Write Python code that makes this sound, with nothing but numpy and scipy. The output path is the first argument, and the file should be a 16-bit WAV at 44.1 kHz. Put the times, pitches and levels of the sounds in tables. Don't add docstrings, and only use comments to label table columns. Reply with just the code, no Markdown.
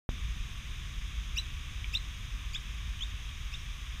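import sys
import numpy as np
from scipy import signal
from scipy.fft import rfft, irfft, next_fast_len
from scipy.io import wavfile
from scipy.ndimage import map_coordinates

SR = 44100
rng = np.random.default_rng(int(sys.argv[2]) if len(sys.argv) > 2 else 0)


def to_wav(s):
    ch = np.atleast_2d(s).T
    pcm = np.round(np.clip(ch, -1, 1) * 32767)
    wavfile.write(sys.argv[1], SR, pcm.astype(np.int16))


N = 176400


def amp(db):
    return 10 ** (np.asarray(db) / 20)


def unit(x):
    return x / np.sqrt(np.mean(x ** 2) + 1e-20)


def along(points, hz):
    frequency_hz, level_db = np.transpose(points)
    return np.interp(np.log(hz + 1), np.log(frequency_hz + 1), level_db)


def filtered(x, response):
    size = next_fast_len(N + SR // 2)
    return irfft(rfft(x, size) * response(np.fft.rfftfreq(size, 1 / SR)), size)[:N]


def coloured(x, points):
    return filtered(x, lambda hz: amp(along(points, hz)))


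def wobble(t, knots_per_s):
    return map_coordinates(rng.standard_normal(size=512), [(t - t[0]) * knots_per_s], mode="wrap")


def gate(t, start_s, end_s, attack_s=0.00097, release_s=0.0022):
    opening = (1 + np.tanh(2 * (t - start_s) / attack_s)) / 2
    closing = (1 - np.tanh(2 * (t - end_s) / release_s)) / 2
    return opening * closing


# frequency_hz, gain_db
MIC_RESPONSE = [(260, -37), (450, -17), (613, -19), (690, -14.5), (835, -15.5), (1150, -2), (1360, -7.5),
                (1720, -4), (2110, -3), (2380, 0.5), (3010, -2), (3330, 1), (3750, -1.5), (4220, -17),
                (4750, -14), (5190, -10.5), (5670, -11.5), (6190, -7.5), (6860, -11.5), (7390, -21),
                (9210, -18.5), (10500, -27.5), (14100, -24), (15200, -30)]
def hiss(level_db=-49):
    return amp(level_db) * unit(coloured(rng.standard_normal(N), MIC_RESPONSE))


# frequency_hz, relative_db
RUMBLE_SPECTRUM = [(7.1, -43), (12, -8), (38, -1), (59, 0), (165, -19.5), (232, -28), (600, -47.5),
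                   (780, -71), (1320, -120)]
def rumble(drone_hz=49.8, width_hz=9.4, sink_db_per_s=0.6):
    from_middle_s = (np.arange(N) - N / 2) / SR
    broad = unit(coloured(rng.standard_normal(N), RUMBLE_SPECTRUM))
    drone = unit(filtered(rng.standard_normal(N), lambda hz: np.exp(-((hz - drone_hz) / width_hz) ** 2)))
    return (amp(-39.5) * broad + amp(-44) * drone) * amp(-sink_db_per_s * from_middle_s)


# frequency_hz, relative_db
BUMP_SPECTRUM = [(30, -14), (120, -10), (220, -10), (350, -26), (700, -34), (2000, -55), (8000, -90)]
# peak_s, half_width_s, level_db
HAND_BUMPS = [(0.133, 0.04, -49.5), (0.367, 0.015, -49)]
def bumps():
    t = np.arange(N) / SR
    envelope = sum(amp(db) * np.exp(-((t - peak_s) / width_s) ** 2) for peak_s, width_s, db in HAND_BUMPS)
    return envelope * unit(coloured(rng.standard_normal(N), BUMP_SPECTRUM))


def echo(x, t60_s, delay_s=0.009):
    t = np.arange(SR // 2) / SR
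    tail = rng.standard_normal(len(t)) * amp(-60 * t / t60_s) * (t > delay_s)
    return signal.fftconvolve(x, tail / np.linalg.norm(tail))[:N]


def far_call(start_s=3.586, length_s=0.018, start_hz=5250, sweep_hz_per_s=24000):
    t = np.arange(N) / SR - start_s
    phase = 2 * np.pi * (start_hz + sweep_hz_per_s * t / 2) * t
    return amp(-45) * np.sin(phase) * gate(t, 0, length_s)


# pitch_ratio, gain_db, t60_s
TWIG_MODES = [(1, -2, 0.017), (1.32, 2.5, 0.0072)]
# start_s, pitch_hz, level_db
TWIG_TICKS = [(1.8435, 2340, -26), (2.5580, 1640, -29.5), (2.9905, 3000, -35), (3.2912, 3230, -34)]
def ticks(attack_s=0.0004):
    out, t = np.zeros(N), np.arange(SR // 20) / SR
    onset = 1 - np.exp(-t / attack_s)
    for start_s, pitch_hz, level_db in TWIG_TICKS:
        ring = sum(amp(gain_db - 60 * t / t60_s) * np.sin(2 * np.pi * pitch_hz * ratio * t)
                   for ratio, gain_db, t60_s in TWIG_MODES)
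        out[round(start_s * SR):][:len(t)] += amp(level_db) * onset * ring
    return out


# frequency_hz, gain_db
THROAT_RESPONSE = [(2380, -6.5), (2580, 1), (3700, 1), (4000, 2), (4600, 1.5), (5500, 3), (6700, 6),
                   (7700, 4.5), (8600, -11), (10500, 2), (11600, -1), (12600, 6), (14000, 5)]
def voice(t, hz, harmonics_db, boost_db, start_s, end_s, rasp, linger_s=0):
    flutter_per_s, rasp_per_s = 334, 1400
    jitter, shimmer_db, overtone_shimmer_db = 0.006, 2.3, 2.5
    pitch_scatter = jitter * wobble(t, flutter_per_s) + rasp * wobble(t, rasp_per_s)
    phase = 2 * np.pi * np.cumsum(hz * (1 + pitch_scatter)) / SR
    stack = np.zeros(len(t))
    for k, harmonic_db in enumerate(harmonics_db, 1):
        overtone_db = (k > 1) * (boost_db + overtone_shimmer_db * wobble(t, flutter_per_s))
        gain = amp(harmonic_db + overtone_db + along(THROAT_RESPONSE, np.abs(k * hz)))
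        envelope = gate(t, start_s, end_s + (k > 1) * linger_s)
        stack += gain * envelope * np.sin(k * phase) * (k * hz < SR / 2)
    return stack * amp(shimmer_db * wobble(t, flutter_per_s))


REEDY_HARMONICS = [2.5, 2.5, -2, -4, -3.5, -13]
WHISTLE_HARMONICS = [2, -9.5, -17, -20]
# break_s, sweep_hz_per_s,
# reedy_length_s, reedy_pitch_hz, reedy_level_db, whistle_length_s, whistle_pitch_hz,
# whistle_level_db, whistle_slope_db_per_s, overtone_boost_db
BIRD_CHIRPS = [(1.3846, 30000, 0.025, 3013, -31, 0.016, 3766, -25.5, -100, 0.5),
               (1.951, 27200, .022, 2904, -32.5, 0.025, 3567, -25, -200, -0.5),
               (2.549, 28020, 0.016, 2630, -40.5, 0.02, 3210, -35.5, -100, 3),
               (3.0070, 22300, .004, 2740, -53, 0.034, 2970, -40, 130, 0.5),
               (3.542, 19270, .025, 2790, -43, 0.015, 3530, -44, 48, 0)]
def bird(ceiling_hz=4036, knee_hz=44.7, swell_db_per_s=406):
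    out, half = np.zeros(N), SR // 20
    t = np.arange(-half, half) / SR
    for (break_s, sweep_hz_per_s, reedy_s, reedy_hz, reedy_db,
         whistle_s, whistle_hz, whistle_db, slope_db_per_s, boost_db) in BIRD_CHIRPS:
        rise_hz = sweep_hz_per_s * t
        reedy = voice(t, reedy_hz + rise_hz, REEDY_HARMONICS, boost_db, -reedy_s, 0, rasp=0.023)
        reedy *= amp(reedy_db + swell_db_per_s * np.minimum(t, 0))
        pitch_hz = ceiling_hz - knee_hz * np.logaddexp(0, (ceiling_hz - whistle_hz - rise_hz) / knee_hz)
        whistle = voice(t, pitch_hz, WHISTLE_HARMONICS, boost_db, 0, whistle_s, rasp=0.0046, linger_s=0.009)
        whistle *= amp(whistle_db + slope_db_per_s * t)
        out[round(break_s * SR) - half:][:len(t)] += reedy + whistle
    return out


def scene():
    direct = bird() + far_call() + ticks()
    near_branches = amp(-12) * echo(direct, t60_s=0.096)
    far_trees = amp(-30) * echo(direct, t60_s=0.52)
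    heard = coloured(direct + near_branches + far_trees, MIC_RESPONSE)
    return (heard + hiss() + rumble() + bumps())[None]


def record(dry):
    on_s, rise_s, band_limit_hz = 0.091, 0.000091, 15300
    thump_db, thump_hz, thump_t60_s = -24, 35.3, 0.15
    t = np.arange(N) / SR - on_s
    thump = -amp(thump_db - 60 * np.abs(t) / thump_t60_s) * np.cos(2 * np.pi * thump_hz * t)
    switch = (1 + np.tanh(t / rise_s)) / 2
    return filtered((dry[0] + thump) * switch, lambda hz: hz < band_limit_hz)[None]


dry = scene()
out = record(dry)
to_wav(out)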